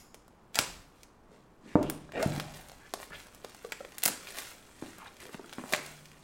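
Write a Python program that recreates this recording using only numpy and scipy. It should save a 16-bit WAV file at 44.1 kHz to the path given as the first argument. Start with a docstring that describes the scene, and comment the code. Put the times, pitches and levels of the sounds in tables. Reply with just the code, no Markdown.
"""A small bare room: shrink film is torn off a stiff cardboard box over a table, close to one microphone.
The taut film bursts in sharp snaps and short rips: shaped noise bursts and slips that ring resonances.
It crinkles as it is gathered (pitched grains over hiss) and scrapes along the card (gliding resonances).
The box lands with thuds, fingers knock and film squeaks softly on it (damped modes) and its lid hums,
over reflections and low room noise."""
import sys
import numpy as np
from scipy import signal
from scipy.fft import rfft, irfft
from scipy.io import wavfile

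SR = 44100
rng = np.random.default_rng(int(sys.argv[2]) if len(sys.argv) > 2 else 0)


def log_audio(samples):
    """Write samples as a 16-bit WAV file to the path given in sys.argv[1]."""
    # one column per channel
    frames = np.atleast_2d(samples).T
    # limit to full scale, then quantise
    limited = np.clip(frames, -1, 1)
    pcm = np.round(limited * 32767).astype(np.int16)
    wavfile.write(sys.argv[1], SR, pcm)


N = 274804
TIME = np.arange(N) / SR  # s

# the taut film snaps; a smaller freed patch rings higher; the two dull rows at 5.585 and 5.638 s
# are the contact clicks of finger knocks:
# [t/s, strength level/dB, patch f/Hz, box body below 900 Hz level/dB]
SNAPS_AND_CLICKS = [(0.1443, -20.5, 7100, 9.5), (0.28, -35, 8870, 18), (0.5457, -10, 4690, -10),
                    (0.556, -2, 5440, -5), (0.5568, -6.5, 7000, 1), (0.589, 11, 4700, 4.5),
                    (0.6, -22, 3000, 15), (0.61, -10, 8000, -9), (1.0326, -20.5, 5660, -10),
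                    (1.8292, -15, 5970, 10.5), (1.8992, -6, 15000, 8), (2.121, -15.5, 2600, 5),
                    (2.2277, -4, 5200, 0), (2.351, -21, 5480, 1), (2.3624, -14, 3580, 9),
                    (2.3988, -1, 3030, 1.5), (2.506, -39, 2480, 3), (2.6856, -24.5, 8900, 5),
                    (2.697, -21.5, 4160, 8), (2.7177, -26, 6550, 15), (2.7493, -35, 5500, -1),
                    (2.9379, -6, 6260, 11.5), (3.001, -21.5, 4500, 17), (3.0298, -13, 2170, 1),
                    (3.106, -31, 1900, 0), (3.202, -20, 3600, -8), (3.269, -26, 5030, 7),
                    (3.3478, -26, 11300, 8), (3.447, -13.5, 4220, 12), (3.4964, -25, 5600, 3),
                    (3.547, -22.5, 6900, 13.5), (3.6484, -19, 3500, -7), (3.7215, 2, 2170, -3.5),
                    (3.8492, -13.5, 2000, 1), (3.921, -21, 4200, 1), (3.9831, -10.5, 10700, -4),
                    (4.021, -14, 4600, -29), (4.032, -4, 4020, -5), (4.036, 2.5, 13800, -3),
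                    (4.0545, 3, 11000, -13), (4.059, 6, 12500, 4), (4.0786, -1, 13400, -3),
                    (4.084, -3.5, 13500, 10), (4.2858, -24, 5000, 7), (4.3712, -19, 7000, 6),
                    (4.386, -7, 5130, -11), (4.9837, -26, 13000, 12), (5.168, -24.5, 4300, -5),
                    (5.203, -22.5, 7040, -24), (5.254, -25, 5400, 11), (5.337, -25, 2520, 10),
                    (5.3444, -13, 2200, 6.5), (5.495, -21, 3820, 6), (5.528, -13.5, 3300, 5.5),
                    (5.534, -16.5, 4600, 5), (5.585, -15.5, 1300, 14), (5.638, -26, 1400, 7),
                    (5.724, -7.5, 5900, 11.5), (5.7273, -4.5, 6400, 5), (5.7363, 11, 2280, -2),
                    (5.748, -1, 3020, 5), (5.762, -9, 6000, 0), (5.863, -15, 6100, -28),
                    (6.0565, -20, 4400, -18), (6.1163, -22, 2730, -21)]
# colour that all snaps and clicks share: [f/Hz, level/dB]
SNAP_SPECTRUM = [(100, -24), (450, -1.5), (900, -3.5), (1800, -0.57), (3000, -3), (5000, -4), (7000, -3),
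                 (10500, -2.8), (16000, -2)]
CRACK_S, FLUTTER_S = .0007, .005  # decay times


def snaps(release_db=3, flutter_db=-14, steepness=2.47, ring_db=5, ring_octaves=1.0, level_db=0):
    """Each snap is a sudden release of tension, a short crack and a flutter of film; two are knock clicks."""
    out, t = np.zeros(N), np.arange(2048) / SR
    hz = np.geomspace(100, 16000, 40)
    low = np.interp(hz, [900, 1800], [1, 0])
    for s, db, patch_hz, body_db in SNAPS_AND_CLICKS:
        dying = np.exp(-t / CRACK_S) + amp(flutter_db) * np.exp(-t / FLUTTER_S)
        # the stronger the snap, the more a clean pulse leads it
        pulse = amp(release_db + db) * (t == 0)
        burst = rng.standard_normal(len(t)) * dying - pulse
        # the patch rings broadly at its pitch and radiates less above it
        patch = ring_db * np.exp(-(np.log2(hz / patch_hz) / ring_octaves) ** 2)
        patch -= 10 * np.log10(1 + (hz / patch_hz) ** steepness)
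        shape = read(SNAP_SPECTRUM, hz) + body_db * low + patch
        snap = colour(disperse(burst), np.column_stack([hz, shape]))
        add(out, s, amp(db + level_db) * snap)
    return out


# the film tears in short runs: [t/s, length t/s, box panel level/dB, panel f/Hz,
# taut film level/dB, film f/Hz, torn edge level/dB]
TEARS = [(0.553, 0.0056, -44, 880, -38, 1910, -34.5), (0.566, 0.013, -39, 774, -46, 1820, -55),
         (0.588, 0.033, -51, 520, -52, 1500, -38.5), (2.134, 0.0087, -42, 553, -48, 1670, -63),
         (2.1515, 0.026, -34.5, 513, -42, 1780, -68), (2.192, 0.024, -35.5, 510, -43, 1580, -74),
         (2.219, 0.019, -31.5, 610, -40.5, 1500, -65), (3.72, 0.0046, -45, 980, -59, 1740, -43),
         (5.724, 0.0021, -42, 660, -44, 1560, -46), (5.725, 0.0058, -36, 706, -54, 1850, -40),
         (5.731, 0.019, -50, 580, -58, 1800, -46)]
# resonances of the taut film: [multiple of its pitch, width f/Hz, level/dB]
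TAUT_MODES = [(.66, 500, 1.5), (1, 383, 9.5), (1.36, 528, 6.5), (1.999, 600, -6), (2.7, 676, -17.5)]


def rips(slips_per_s=420, uneven=.45, spread_db=3.5, release_s=0.0097, panel_width_hz=300,
         edge_hz=7500, edge_width_hz=900, fold_hz=4750, fold_db=-7, tighten_octaves_per_s=0.91, count=120):
    """A tear runs in quick uneven slips; each rings the box panel, the taut film and its thin torn edge."""
    out, t = np.zeros(N), np.arange(4096) / SR
    tension = 2 ** (tighten_octaves_per_s * t)  # bends every pitch upwards
    for s, length_s, panel_db, panel_hz, film_db, film_hz, edge_db in TEARS:
        gaps, sizes = rng.standard_normal((2, count))
        at = np.cumsum(np.exp(uneven * gaps)) / slips_per_s
        strengths = amp(spread_db * sizes) * rng.choice([-1, 1], count)
        slips = np.zeros(len(t))
        for slip_s, strength in zip(at - at[0], strengths):
            add(slips, slip_s, [strength])
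        slips *= np.exp(-np.maximum(t - length_s, 0) / release_s)
        panel = resonate(slips, panel_hz * tension, panel_width_hz)
        film = sum(amp(db) * resonate(slips, film_hz * ratio * tension, width)
                   for ratio, width, db in TAUT_MODES)
        edge = resonate(slips, edge_hz * tension, edge_width_hz)
        edge += amp(fold_db) * resonate(slips, fold_hz * tension, edge_width_hz / 2)
        tear = amp(panel_db) * unit(panel) + amp(film_db) * unit(film) + amp(edge_db) * unit(edge)
        # a shorter tear carries less energy
        add(out, s, np.sqrt(length_s / t[-1]) * tear)
    return out


# colour of the crinkling film: [f/Hz, level/dB]
CRINKLE_SPECTRUM = [(150, -12.5), (400, 4.5), (900, 2.5), (1800, 5.5), (3200, 2), (5000, -1), (8000, -1.5),
                    (11000, -6.5), (16000, -9.5)]
CREASES_PER_S, CREASE_SPREAD_DB = 2200, 3  # tiny creases that flip, and the spread of their sizes


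def crinkle(cycles=0.94, level_db=-1, top_hz=9500, count=24):
    """Many tiny creases flip in clumps, each with its own pitch, over the soft hiss of film on film."""
    grains, t = np.zeros(N), np.arange(256) / SR
    for hz in np.linspace(600, 15500, count):
        flips = rng.random(N) < CREASES_PER_S / count / SR
        size = amp(CREASE_SPREAD_DB * np.minimum(rng.exponential(1, N), 4)) * flips
        crease = np.exp(-t * np.sqrt(hz * 4000) / cycles) * np.sin(2 * np.pi * hz * t)
        crease /= np.linalg.norm(crease)
        grains += signal.oaconvolve(size * rng.choice([-1, 1], N), crease)[:N]
    clumps = unit(grains) * catching(rate_hz=110, depth_db=3)
    crackle = unit(unit(colour(clumps, CRINKLE_SPECTRUM)) + ticks())
    hiss = unit(colour(rng.standard_normal(N), CRINKLE_SPECTRUM))
    # the treble follows the hand with its own crispness
    treble = 1 / (1 + (top_hz / (np.fft.rfftfreq(N, 1 / SR) + 1)) ** 8)
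    out = np.zeros(N)
    for sound, crackling in (crackle, True), (hiss, False):
        top = irfft(rfft(sound) * treble, N)
        out += (sound - top) * handling(False, crackling) + top * handling(True, crackling)
    return amp(level_db) * out


def ticks(per_s=100, spread_db=4, tick_s=0.0018, level_db=-6.5, count=6):
    """Larger folds flip with ticks of their own, each size of fold in its own register."""
    out = np.zeros(N)
    for hz in np.geomspace(1500, 12000, count):
        size = amp(spread_db * np.minimum(rng.exponential(1, N), 2))
        flips = size * (rng.random(N) < per_s / count / SR)
        dying = signal.lfilter([1], [1, -np.exp(-1 / (tick_s * SR))], flips)
        out += resonate(dying * rng.standard_normal(N), np.full(N, hz), hz)
    return amp(level_db) * unit(colour(out, CRINKLE_SPECTRUM))


def catching(rate_hz, depth_db):
    """Film catches and lets go unevenly: a random gain of rms 1."""
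    wander = unit(lowpass(rng.standard_normal(N), rate_hz))
    return unit(amp(depth_db * np.clip(wander, -2, 2)))


# the hand pulls or gathers the film, which crinkles and settles: [tightest t/s, level/dB, rise t/s,
# fall t/s, crispness of the treble level/dB, crackle over hiss level/dB]
HAND_PULLS = [(0, -60.5, 0.0092, 0.13, 4, -12), (.585, -41, 0.044, 0.2, 1, -5),
              (1.021, -66, 0.15, 0.098, -1, -1), (1.351, -65, 0.069, 0.17, -7, 2),
              (1.7, -59.5, 0.1, 0.87, -11, 3.5), (2.26, -45.5, 0.11, 0.48, -3, 10),
              (2.38, -46, 0.066, 0.042, 2, 6), (2.57, -55.5, 0.042, 0.16, 8, 4),
              (2.76, -72, 0.075, 0.19, -7, 23), (3.022, -50.5, 0.053, 0.089, 5.5, 12),
              (3.2, -52, 0.089, 0.12, 2, 4), (4.07, -41.5, 0.058, 0.18, -3, 0),
              (4.311, -46.5, 0.13, 0.23, 2.5, 9), (4.385, -40.5, 0.042, 0.1, 4.5, 1.5),
              (4.5, -50.5, 0.12, 0.13, 3, -1), (4.88, -54.5, 0.14, 0.27, -3, -4),
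              (5.22, -54, 0.025, 0.18, 4, 12), (5.335, -51.5, 0.027, .04, 1, 2),
              (5.73, -46.5, 0.096, 0.19, 3, 6), (5.86, -51.5, 0.055, 0.25, 1, -11)]
# the film rustles by itself once it hangs loose: [t/s, level/dB]
LOOSE_RUSTLE = [(0, -78), (2.08, -80), (2.2, -60.5), (3.33, -63.5), (3.55, -58), (4.5, -60.5), (5.42, -62),
                (5.55, -55), (6.23, -64)]


def handling(crisp, crackling, loose_crackle_db=5):
    """Level curve of the pulls over the loose rustle, for treble or the rest, for crackle or hiss."""
    def share(crackle_db):
        """Decibels of the whole that go to the crackle, or else to the hiss."""
        return -10 * np.log10(1 + amp(-crackle_db if crackling else crackle_db) ** 2)
    pulls = [(s, db + crisp * crisp_db + share(crackle_db), rise_s, fall_s)
             for s, db, rise_s, fall_s, crisp_db, crackle_db in HAND_PULLS]
    loose_db = np.interp(TIME, *np.transpose(LOOSE_RUSTLE)) + share(loose_crackle_db)
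    return np.hypot(swells(pulls), amp(loose_db))


# film or skin slides along the card:
# [fastest t/s, level/dB, rise t/s, fall t/s, pitch f/Hz, glide in octaves per s]
CARD_SLIDES = [(.58, -39.5, 0.019, 0.14, 1300, -6), (1.33, -59.5, 0.096, 0.1, 390, 5),
               (1.67, -51, 0.047, 0.13, 259, 2), (1.72, -54.5, 0.068, 0.34, 1800, 2.5),
               (1.876, -54, 0.086, 0.17, 2560, 1.5), (2.166, -43, 0.023, .12, 1500, -8),
               (2.2, -36.5, 0.056, .05, 335, -7), (2.25, -42.5, 0.05, 0.37, 606, 0.57),
               (2.56, -59, 0.036, 0.14, 560, 9), (2.859, -57, 0.086, 0.099, 1500, 4),
               (3.13, -45.5, 0.023, 0.074, 1530, 6), (3.16, -48.5, 0.035, 0.02, 2790, 9),
               (4.1, -45, .05, 0.058, 263, 1), (5.02, -48.5, 0.061, 0.11, 970, -10),
               (5.028, -57, 0.12, 0.14, 2070, -3.5), (5.067, -50, 0.027, 0.033, 1410, 8),
               (5.08, -49, 0.023, 0.012, 2800, 2), (5.206, -50, 0.011, 0.1, 1970, -4),
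               (5.26, -51.5, 0.049, 0.082, 370, 4), (5.71, -51, 0.094, 0.059, 636, -5)]
# resonances of the sliding sheet: [multiple of its pitch, width as a share of the pitch, level/dB]
SHEET_MODES = [(0.581, 0.3, -2), (1.001, 0.71, 18.5), (1.7, .8, 1), (2.8, 0.75, -4.5), (4.3, 0.99, -18.5)]


def slides(slips_per_s=700, hiss=0.13, grit_db=-5, grit_db_per_octave=4, grit_hz=1000, grit_reach=1.41):
    """Uneven slips ring the sheet, whose pitch glides as it tightens or slackens; high rubs are grittier."""
    out = np.zeros(N)
    for peak_s, db, rise_s, fall_s, pitch_hz, glide in CARD_SLIDES:
        t = np.arange(peak_s - 2 * rise_s, peak_s + 2 * fall_s, 1 / SR)
        noise = rng.standard_normal(N)[:len(t)]
        slips = noise * (hiss + (rng.random(N)[:len(t)] < slips_per_s / SR))
        hz = pitch_hz * 2 ** np.clip(glide * (t - peak_s), -1, 1)
        sheet = sum(amp(mode_db) * resonate(slips, hz * ratio, pitch_hz * width)
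                    for ratio, width, mode_db in SHEET_MODES)
        dull_hz = grit_reach * pitch_hz
        grit = unit(lowpass(lowpass(slips, dull_hz), dull_hz))
        grit = amp(grit_db + grit_db_per_octave * np.log2(pitch_hz / grit_hz)) * grit
        add(out, t[0], unit(unit(sheet) + grit) * swell(t, peak_s, db, rise_s, fall_s))
    return out


# the loosened sleeve of film slips along the box: [fastest t/s, level/dB, rise t/s, fall t/s]
SLEEVE_SLIPS = [(3.8, -70, 0.31, .3), (4.87, -66, 0.43, 0.61), (5.65, -61, 0.16, .7)]


def sleeve(hz=8200, width_hz=3200):
    """Smooth film slips over the smooth card with a thin, even hiss."""
    return unit(resonate(rng.standard_normal(N), np.full(N, hz), width_hz)) * swells(SLEEVE_SLIPS)


# the whole box bumps the table and chatters to rest: [t/s, strength level/dB, dull above f/Hz]
TABLE_BUMPS = [(0.593, -22.5, 164), (1.7553, -8.5, 1020), (1.7654, -22.5, 900), (1.7872, -34, 700),
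               (1.797, -29, 300), (1.8105, -23.5, 420), (1.8243, -30, 500), (2.2604, -11, 173),
               (2.269, -23, 200), (2.377, -20.5, 174), (4.06, -30, 200), (4.825, -28.5, 142)]
# modes of the box on the table: [f/Hz, level/dB, time to fall 60 dB t/s]
BOX_MODES = [(148, -23.5, 0.15), (185, -7, 0.022), (241, -21.5, 0.049), (312.6, -3, 0.051), (484, -21, 0.1),
             (599, -30, 0.25), (680, -9, 0.039), (1133, -22, 0.031)]


def thuds(push_s=0.0002, push_db=0, rattle_db=-20, rattle_t60=0.53, rattle_hz=800, lowest_hz=115, sub_db=-13):
    """A heavy push rings box and table; the table top rattles on briefly."""
    out, t = np.zeros(N), np.arange(SR) / SR
    modes = sum(amp(db - 60 * t / t60) * np.sin(2 * np.pi * hz * t) for hz, db, t60 in BOX_MODES)
    push = amp(push_db) * (t / push_s) * np.exp(1 - t / push_s)
    # a small box radiates little bass
    small_box = [(30, sub_db), (lowest_hz / 2, sub_db), (lowest_hz * 1.8, 0), (16000, 0)]
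    for s, db, dull_hz in TABLE_BUMPS:
        rattle = unit(lowpass(rng.standard_normal(len(t)), rattle_hz))
        rattle = rattle * amp(rattle_db - 60 * t / rattle_t60)
        radiated = colour(modes + push + rattle, small_box)
        add(out, s, amp(db) * lowpass(radiated, dull_hz))
    return out


# fingers knock on the box and film squeaks softly against it (near 3.65 and 3.81 s):
# [t/s, level/dB, panel or squeak f/Hz, hardness of the contact level/dB]
KNOCKS_AND_SQUEAKS = [(2.091, -47.5, 1620, 4), (2.2005, -32, 1210, -14), (2.23, -27.5, 660, -8),
                      (2.938, -30, 680, -13), (3.106, -38.5, 314, 2), (3.4436, -29.5, 490, -14.5),
                      (3.646, -22.5, 465, -19.5), (3.8057, -23, 538, -19), (3.847, -32, 500, -10),
                      (4.823, -31, 320, -2), (4.836, -46, 736, 6), (5.254, -40, 363, -3),
                      (5.293, -44.5, 520, 6.5), (5.345, -34, 222, 0.5), (5.394, -28, 350, -14),
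                      (5.443, -43.5, 1330, 1), (5.583, -26, 223, -3.5), (5.594, -33.5, 384, 2),
                      (5.638, -30.5, 224, -3), (5.7344, -17.5, 635, -10.5)]
# colour of a fingertip tapping card: [f/Hz, level/dB]
TAP_SPECTRUM = [(60, -18), (180, 8), (500, 4), (800, -2.5), (1500, -1), (2400, -15), (5000, -19),
                (16000, -39)]


def knocks(ring_s=0.0043, press_s=0.00036, overtone=2.47, overtone_db=-8, rim_hz=720, rim_db=-9,
           tap_db=25, tap_s=0.0022, top_hz=2600, lowest_hz=130):
    """A damped panel and the stiff rim ring for a few cycles with the tap; soft onsets make film squeaks."""
    out, t = np.zeros(N), np.arange(4096) / SR
    for s, db, hz, hard_db in KNOCKS_AND_SQUEAKS:
        modes = [(hz, 1), (hz * overtone, amp(overtone_db)), (rim_hz, amp(rim_db))]
        panel = sum(gain * np.exp(-t / ring_s * np.sqrt(f / hz)) * np.sin(2 * np.pi * f * t)
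                    for f, gain in modes)
        # a soft contact presses in more slowly
        panel = panel * (1 - np.exp(-t * amp(hard_db) / press_s))
        burst = rng.standard_normal(len(t)) * np.exp(-t / tap_s)
        tap = colour(disperse(burst), TAP_SPECTRUM)
        add(out, s, amp(db) * (panel + amp(tap_db + hard_db) * tap))
    return signal.lfilter(*signal.butter(2, [lowest_hz, top_hz], "band", fs=SR), out)


# the broad lid is flexed and hums:
# [loudest t/s, level/dB, rise t/s, fall t/s, rumble beside the hum level/dB]
LID_FLEXES = [(1.841, -45, 0.05, 0.35, -5), (2.32, -38.5, 0.047, 0.28, -4), (5.94, -57.5, 0.28, 0.47, -23)]


def lid(hz=149, rumble_hz=155, width_hz=110):
    """The lowest mode of the lid hums; when the box is jostled, a loose rumble surrounds it."""
    hum = unit(np.sin(2 * np.pi * hz * TIME)) * swells([row[:-1] for row in LID_FLEXES])
    rumble = unit(resonate(rng.standard_normal(N), np.full(N, rumble_hz), width_hz))
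    rumble_rows = [(s, db + rumble_db, rise_s, fall_s) for s, db, rise_s, fall_s, rumble_db in LID_FLEXES]
    return hum + rumble * swells(rumble_rows)


# the box is swung round in the hands: [fastest t/s, level/dB, rise t/s, fall t/s]
BOX_SWINGS = [(.72, -56, 0.12, .45), (1.81, -50.5, 0.06, 0.39), (2.62, -59.5, 0.3, 1.6)]


def sway(top_hz=60, lowest_hz=22):
    """The broad box pushes air at the microphone: a faint rumble."""
    rumble = signal.lfilter(*signal.butter(2, [lowest_hz, top_hz], "band", fs=SR), rng.standard_normal(N))
    return unit(rumble) * swells(BOX_SWINGS)


# a faint high ring dies away at the start: [f/Hz, starting rms level/dB, time to fall 60 dB t/s]
HIGH_RING = [(5100, -68, 1), (5900, -61, 0.18), (6900, -64.5, 0.75), (8360, -78, 0.53), (11060, -64, 0.36)]


def ring(width_hz=750):
    """Narrow bands of treble noise fade out."""
    t = np.arange(SR) / SR
    out = np.zeros(N)
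    for hz, db, t60 in HIGH_RING:
        band = unit(resonate(rng.standard_normal(SR), np.full(SR, hz), width_hz))
        add(out, 0, band * amp(db - 60 * t / t60))
    return out


# standing waves of the room: [f/Hz, level/dB, time to fall 60 dB t/s]
STANDING_WAVES = [(156, -70.5, 0.41), (257, -70.5, .8), (317, -61, 0.25), (600, -56.5, 0.24)]
MOVE_S = .09  # time from one set of reflections to the next


def room(x, wet_db, early_db, count=5):
    """Sets of reflections crossfade in a cycle, as for a box that keeps moving; the standing waves stay."""
    t = np.arange(SR) / SR
    standing = sum(amp(db - 60 * t / t60) * np.cos(2 * np.pi * f * t) for f, db, t60 in STANDING_WAVES)
    out = x + signal.fftconvolve(x, standing)[:N]
    for k in range(count):
        # each position swells and fades over two moves, then waits its turn
        near = np.sin(np.pi / 2 * np.minimum((TIME / MOVE_S - k) % count, 2))
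        out += signal.fftconvolve(x * near, reflections(wet_db, early_db))[:N]
    return out


# decay of the room: [f/Hz, time to fall 60 dB t/s]
TAIL_T60 = [(100, 1), (300, 0.42), (1000, 0.5), (3000, 0.5), (8500, 0.42), (11000, 0.27), (16000, 0.33)]
# colour of the room's tail: [f/Hz, level/dB]
TAIL_SPECTRUM = [(100, -6), (180, 3.5), (320, 9), (600, -2.5), (1000, 1.5), (3000, -0.5), (5000, 2),
                 (8200, 2.5), (11000, 3.5), (16000, -12)]


def reflections(wet_db, early_db, early_s=0.0044, build_s=0.0021):
    """Quick reflections from table and box, then the tail of the bare walls, for one position of the box."""
    t = np.arange(SR) / SR
    taps = rng.standard_normal(SR) * (rng.random(SR) < 6000 / SR)
    hz, frame_s, z = signal.stft(taps, SR, nperseg=256)
    z = z * amp(read(TAIL_SPECTRUM, hz)[:, None] - 60 * frame_s / read(TAIL_T60, hz)[:, None])
    tail = signal.istft(z, SR, nperseg=256)[1][:SR] * (1 - np.exp(-t / build_s))
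    early = rng.standard_normal(SR) * (rng.random(SR) < 5000 / SR)
    early = early * np.exp(-t / early_s) * (t > .001)
    return amp(wet_db) * tail / np.linalg.norm(tail) + amp(early_db) * disperse(early)


# still air of the room: [f/Hz, relative level/dB]
AIR_SPECTRUM = [(20, 1.5), (35, 0.5), (60, -2), (130, -3.5), (250, -2), (450, -7), (650, -10), (1100, -10),
                (1800, -20.5), (4000, -32.5), (9000, -39), (16000, -43)]


def air(level_db=-60):
    """Steady low room noise: white noise shaped to the spectrum of the still air."""
    gain = amp(read(AIR_SPECTRUM, np.fft.rfftfreq(N, 1 / SR)))
    return amp(level_db) * unit(irfft(rfft(rng.standard_normal(N)) * gain, N))


def swell(t, peak_s, db, rise_s, fall_s):
    """One movement of the hand: it gathers 20 dB over its rise and loses 20 dB over each fall time."""
    before, after = np.maximum(peak_s - t, 0), np.maximum(t - peak_s, 0)
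    return amp(db - 20 * np.minimum((before / rise_s) ** 2 + after / fall_s, 10))


def swells(rows):
    """The joint level of several movements, summed as power."""
    return np.sqrt(sum(swell(TIME, *row) ** 2 for row in rows))


def disperse(x, evenness=0.65):
    """Keeps the rough timing of a burst but evens its spectrum; energy 1."""
    z = rfft(x, 2 * len(x))
    even = irfft(z / (abs(z) + 1e-12) ** min(evenness, 1))[:len(x)]
    return even / np.linalg.norm(even)


def resonate(x, hz, width_hz):
    """A resonance that follows the curve hz: shift down to 0 Hz, smooth, shift back up."""
    turn = np.exp(2j * np.pi * np.cumsum(hz) / SR)
    r = np.exp(-np.pi * width_hz / SR)
    return 2 * (turn * signal.lfilter([(1 - r) ** 2], [1, -2 * r, r * r], x / turn)).real


def colour(x, points, size=2048):
    """Causal minimum-phase filter with the given spectrum, so that attacks stay sharp."""
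    log_gain = np.log(amp(read(points, abs(np.fft.fftfreq(size, 1 / SR)))))
    taps = np.fft.ifft(np.exp(np.conj(signal.hilbert(log_gain)))).real
    return signal.oaconvolve(x, taps)[:len(x)]


def lowpass(x, hz):
    """Second-order low-pass."""
    return signal.lfilter(*signal.butter(2, min(hz, SR / 3), fs=SR), x)


def read(points, hz):
    """Reads a spectrum on a log-frequency axis."""
    f, value = np.transpose(points)
    return np.interp(np.log(hz + 1), np.log(f + 1), value)


def amp(db):
    """Decibels to gain."""
    return 10 ** (np.asarray(db) / 20)


def unit(x):
    """Scales to rms 1."""
    return x / np.sqrt(np.mean(x ** 2) + 1e-20)


def add(mix, s, sound):
    """Mixes a sound in at time s."""
    part = mix[max(round(s * SR), 0):][:len(sound)]
    part += sound[:len(part)]


def scene():
    """Film and box sound in the same room; the box, close to the microphone, is drier."""
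    film = room(snaps() + rips() + crinkle(), wet_db=-9.5, early_db=-6.0)
    box = room(knocks() + thuds() + slides(), wet_db=-10.5, early_db=-10.0)
    return (film + box + sleeve() + lid() + ring() + sway() + air())[None]


def record(dry, edge_hz=16200):
    """The recorder clips peaks hard, then cuts the treble above its band edge."""
    clipped = np.clip(dry, -.88, .88)
    band = signal.firwin(255, edge_hz, window=("kaiser", 8), fs=SR)
    return signal.oaconvolve(clipped, band[None], "same")


dry = scene()
out = record(dry)
log_audio(out)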